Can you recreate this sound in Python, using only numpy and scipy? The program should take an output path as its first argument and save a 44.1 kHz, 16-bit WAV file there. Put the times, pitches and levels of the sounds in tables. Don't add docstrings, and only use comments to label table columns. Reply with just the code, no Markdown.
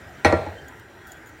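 import sys
import numpy as np
from scipy import signal
from scipy.fft import irfft
from scipy.io import wavfile

SR = 44100
rng = np.random.default_rng(int(sys.argv[2]) if len(sys.argv) > 2 else 0)


def master(y):
    cut = np.clip(np.atleast_2d(y).T, -1, 1)
    pcm = np.round(cut * 32767)
    wavfile.write(sys.argv[1], SR, pcm.astype(np.int16))


N = 61740
TIME = np.arange(N) / SR
CENTRES_HZ = 1000 * 2 ** (np.arange(-30, 25) / 6)

# [f/Hz, level/dB per third octave]
FLAME = [(30, -93), (50, -66), (80, -57), (125, -58.5), (200, -64), (340, -55), (500, -61.5), (800, -57),
         (1150, -64), (1500, -51), (1900, -56), (2500, -63.5), (3200, -65), (4800, -71.5), (7200, -71.5),
         (10500, -77.5), (15000, -72.5)]
# [f/Hz, filter width/Hz, level/dB]
FLAME_RESONANCES = [(1582, 65, -59), (1903, 49, -58), (5764, 83, -72), (7320, 900, -71.5),
                    (9360, 1200, -75), (13800, 400, -78)]
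# [t/s, relative level/dB]
FLAME_LEVEL = [(0, 1), (.5, 1), (.72, 0.5), (.86, -2), (1.0, -1), (1.18, -0.5), (1.27, -1.5), (1.4, -0.5)]
FLAME_FLICKER_DB = 3.08

# [middle t/s, length/s, f/Hz, filter width/Hz, level/dB]
WHISTLES = [(0.595, 0.089, 3120, 35, -53), (1.087, 0.22, 3340, 69.4, -60), (1.117, 0.24, 1540, 58.4, -52)]

# [t/s, snap level/dB, t60/s, high ring level/dB]
TICKS = [(0.683, -44.5, 0.027, -44), (0.7975, -42, 0.01, -57), (1.07, -46, 0.034, -60),
         (1.078, -57, 0.33, -67), (1.1176, -46, 0.053, -43.5), (1.170, -62, 0.044, -56.5),
         (1.259, -55, 0.043, -55), (1.27, -57, 0.15, -61), (1.292, -55, 0.022, -55.5)]
# [f/Hz, relative level/dB per third octave]
TICK_COLOUR = [(2000, -26), (3500, -3), (5500, -5), (8000, -1), (11000, -1.5), (15000, 7)]
TICK_RING_HZ, TICK_RING_WIDTH_HZ, TICK_RISE_S = 6930, 510, 0.00047

# [t/s, f/Hz, level/dB, t60/s]
TAPS = [(0.463, 850, -33.5, 0.13), (0.889, 862, -41, 0.064), (1.188, 330, -34, 0.084)]
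TAP_WIDTH_HZ, TAP_RISE_S = 47, 0.0054

# [t/s, thud and dense ringing level/dB, contact brightness f/Hz, crack level/dB,
#         mode ring level/dB, boom level/dB]; levels are relative to the tables below
BLOWS = [(0.2474, 1, 14000, 4, 2, 1), (0.3246, -2, 736, 1, -2, -2), (0.4647, -19, 1080, -16.5, -23, -11)]

# [f/Hz, level/dB per third octave]
CRACK = [(200, -33), (1000, -21.5), (2300, -32), (3200, -50), (6000, -33), (8000, -36), (15000, -54)]
CRACK_T60_S = 0.014
CRACK_DULL_DB_PER_OCTAVE, CRACK_DULL_FROM_HZ = 8, 4200

# [f/Hz, early level/dB, tail level/dB], per third octave
DENSE = [(40, -67, -78), (133, -31.5, -34), (278, -26, -37.5), (650, -18, -27.5), (1090, -25, -27.5),
         (2120, -21.5, -29), (2445, -16, -30), (2850, -32, -47), (4300, -28, -40.5), (4520, -37, -50.5),
         (5800, -32.5, -52.5), (7270, -46, -53), (9200, -35, -50.5), (10900, -46, -69), (15000, -46, -57)]
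# [f/Hz, t60/s]
ROOM_T60 = [(100, 0.4), (500, 0.67), (1500, 0.33), (4000, 0.82), (12000, 0.63)]
EARLY_T60_S, EARLY_RISE_S, TAIL_RISE_S = 0.13, 0.0027, 0.021
CROWD_SHARE, CROWD_SPREAD_DB = 0.45, 1.5
BASS_LAG_S, BASS_LAG_BELOW_HZ = 0.00902, 398.3

MODE_HZ = [239, 347, 468, 571, 613, 639, 783, 820, 970, 1372, 1753, 1906, 2238, 3812, 4027, 4288, 5250,
           5997]
# [first blow level/dB, later blow level/dB, t60/s]
MODES_OF_BODY = [(-24.5, -36, 0.073), (-22, -17.5, 0.12), (-19.5, -20, 0.2), (-44, -41, 0.15),
                 (-17.5, -42, 0.48), (-33, -19.5, 0.37), (-27.5, -20.5, 0.34), (-14, -32, 0.1),
                 (-31, -29, 0.25), (-24, -23, 0.28), (-35, -29, 0.21), (-17, -30, .24), (-43.5, -57, 0.53),
                 (-40, -58, 0.2), (-33, -62, 0.15), (-26.5, -36, 0.11), (-37, -45, 0.13),
                 (-23.5, -58, 0.051)]
# [f/Hz, first blow level/dB, later blow level/dB, t60/s, lag/s]
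THUD = [(238.5, -2, -13.5, 0.027, 0.00695), (336.6, -0.5, 3, 0.032, 0.0061), (553, -5, 5.5, 0.014, 0.0019),
        (864, -6, -38, 0.013, 0.00061), (1796, 1, -27, 0.0074, 0.00026), (2310, -5, -33, 0.0072, .0002)]
THUD_RISE_CYCLES = 1.42
# [f/Hz, level/dB, t60/s]
BOOM = [(82, -7, 0.17), (94.44, -15, 0.35)]
BOOM_RISE_S = 0.05

CUTOFF_HZ = 15900


def from_db(db):
    return 10 ** (np.asarray(db) / 20)


def rms_one(x):
    return x / np.sqrt(np.mean(x ** 2) + 1e-20)


def at_hz(points, hz, column=1):
    table = np.array(points)
    return np.interp(np.log(hz), np.log(table[:, 0]), table[:, column])


def band_noise(low, high):
    sos = signal.butter(3, [low, high], "band", fs=SR, output="sos")
    return rms_one(signal.sosfilt(sos, rng.standard_normal(N + SR // 2))[-N:])


def noise_bands():
    half_band = 2 ** (1 / 12)
    return [(hz, band_noise(hz / half_band, hz * half_band) / np.sqrt(2)) for hz in CENTRES_HZ]


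def resonant_noise(hz, width_hz):
    b, a = signal.iirpeak(hz, hz / width_hz, fs=SR)
    once = signal.lfilter(b, a, rng.standard_normal(N))
    return rms_one(signal.lfilter(b, a, once))


def decay(start, t60, rise=1e-4):
    age = np.maximum(TIME - start, 0)
    return (1 - np.exp(-age / rise)) * from_db(-60 * age / t60)


def ring(start, hz, t60, rise=1e-4):
    return np.sin(2 * np.pi * hz * (TIME - start)) * decay(start, t60, rise)


def flame():
    rush = np.zeros(N)
    flicker_times = np.linspace(0, N / SR, num=30)
    for hz, noise in noise_bands():
        flicker = np.interp(TIME, flicker_times, rng.standard_normal(size=30))
        rush += from_db(at_hz(FLAME, hz) + FLAME_FLICKER_DB * flicker) * noise
    for hz, width_hz, db in FLAME_RESONANCES:
        rush += from_db(db) * resonant_noise(hz, width_hz)
    return rush * from_db(np.interp(TIME, *np.transpose(FLAME_LEVEL)))


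def whistles():
    out = np.zeros(N)
    for middle, length, hz, width_hz, db in WHISTLES:
        swell = np.cos(np.pi * np.clip((TIME - middle) / length, -.5, .5))
        out += from_db(db) * swell * resonant_noise(hz, width_hz)
    return out


def ticks():
    snap = np.zeros(N)
    for hz, noise in noise_bands():
        if hz >= TICK_COLOUR[0][0]:
            snap += from_db(at_hz(TICK_COLOUR, hz)) * noise
    snap = rms_one(snap)
    high_ring = resonant_noise(TICK_RING_HZ, TICK_RING_WIDTH_HZ)
    out = np.zeros(N)
    for s, db, t60, ring_db in TICKS:
        out += decay(s, t60, TICK_RISE_S) * (from_db(db) * snap + from_db(ring_db) * high_ring)
    return out


def taps():
    out = np.zeros(N)
    for s, hz, db, t60 in TAPS:
        out += from_db(db) * decay(s, t60, TAP_RISE_S) * resonant_noise(hz, TAP_WIDTH_HZ)
    return out


def contact(hz, bright_hz):
    return 1 / np.sqrt(1 + (hz / bright_hz) ** 4)


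def bass_lag(hz):
    return BASS_LAG_S / np.sqrt(1 + (hz / BASS_LAG_BELOW_HZ) ** 4)


def mode_crowd(centre_hz, count=6):
    spectrum = np.zeros(N // 2 + 1, complex)
    hz = centre_hz * 2 ** (rng.uniform(-1, 1, count) / 12)
    strength = from_db(CROWD_SPREAD_DB * rng.standard_normal(count))
    phase = 2 * np.pi * rng.random(count)
    spectrum[(hz * N / SR).astype(int)] = strength * np.exp(1j * phase)
    return rms_one(irfft(spectrum, N)) / np.sqrt(2)


def clatter():
    out = np.zeros(N)
    earlies = [decay(s, EARLY_T60_S, EARLY_RISE_S) for s, *_ in BLOWS]
    cracks = [from_db(crack_db) * decay(s, CRACK_T60_S) for s, _, _, crack_db, _, _ in BLOWS]
    first_crack, *later_cracks = cracks
    for hz, noise in noise_bands():
        octaves_above = max(np.log2(hz / CRACK_DULL_FROM_HZ), 0)
        dull = from_db(-CRACK_DULL_DB_PER_OCTAVE * octaves_above)
        crack = from_db(at_hz(CRACK, hz)) * (first_crack + dull * sum(later_cracks))

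        ringing_power = 0
        for (s, db, bright_hz, *_), early_envelope in zip(BLOWS, earlies):
            strike = from_db(db) * contact(hz, bright_hz)
            early = from_db(at_hz(DENSE, hz)) * early_envelope
            tail = from_db(at_hz(DENSE, hz, column=2)) * decay(s, at_hz(ROOM_T60, hz), TAIL_RISE_S)
            ringing_power += strike ** 2 * (early ** 2 + tail ** 2)
        ringing_power = np.interp(TIME - bass_lag(hz), TIME, ringing_power)

        out += mode_crowd(hz) * np.sqrt(CROWD_SHARE * ringing_power)
        out += noise * np.sqrt((1 - CROWD_SHARE) * ringing_power + crack ** 2)
    return out


def body():
    out = np.zeros(N)
    for k, (s, db, _, _, ring_db, boom_db) in enumerate(BLOWS):
        for j, (hz, (first_db, later_db, t60)) in enumerate(zip(MODE_HZ, MODES_OF_BODY)):
            mode_db = later_db if k else first_db
            out += (-1) ** j * from_db(ring_db + mode_db) * ring(s + bass_lag(hz), hz, t60)
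        for j, (hz, first_db, later_db, t60, lag) in enumerate(THUD):
            thud_db = later_db if k else first_db
            out += (-1) ** j * from_db(db + thud_db) * ring(s + lag, hz, t60, THUD_RISE_CYCLES / hz)
        for j, (hz, mode_db, t60) in enumerate(BOOM):
            out += (-1) ** j * from_db(boom_db + mode_db) * ring(s, hz, t60, BOOM_RISE_S)
    return out


def scene():
    return (flame() + whistles() + ticks() + taps() + clatter() + body())[None]


def record(dry):
    rounded = dry / (1 + (dry / .9) ** 6) ** (1 / 6)
    top_cut = signal.ellip(12, .1, 80, CUTOFF_HZ, fs=SR, output="sos")
    return signal.sosfilt(top_cut, rounded)


dry = scene()
out = record(dry)
master(out)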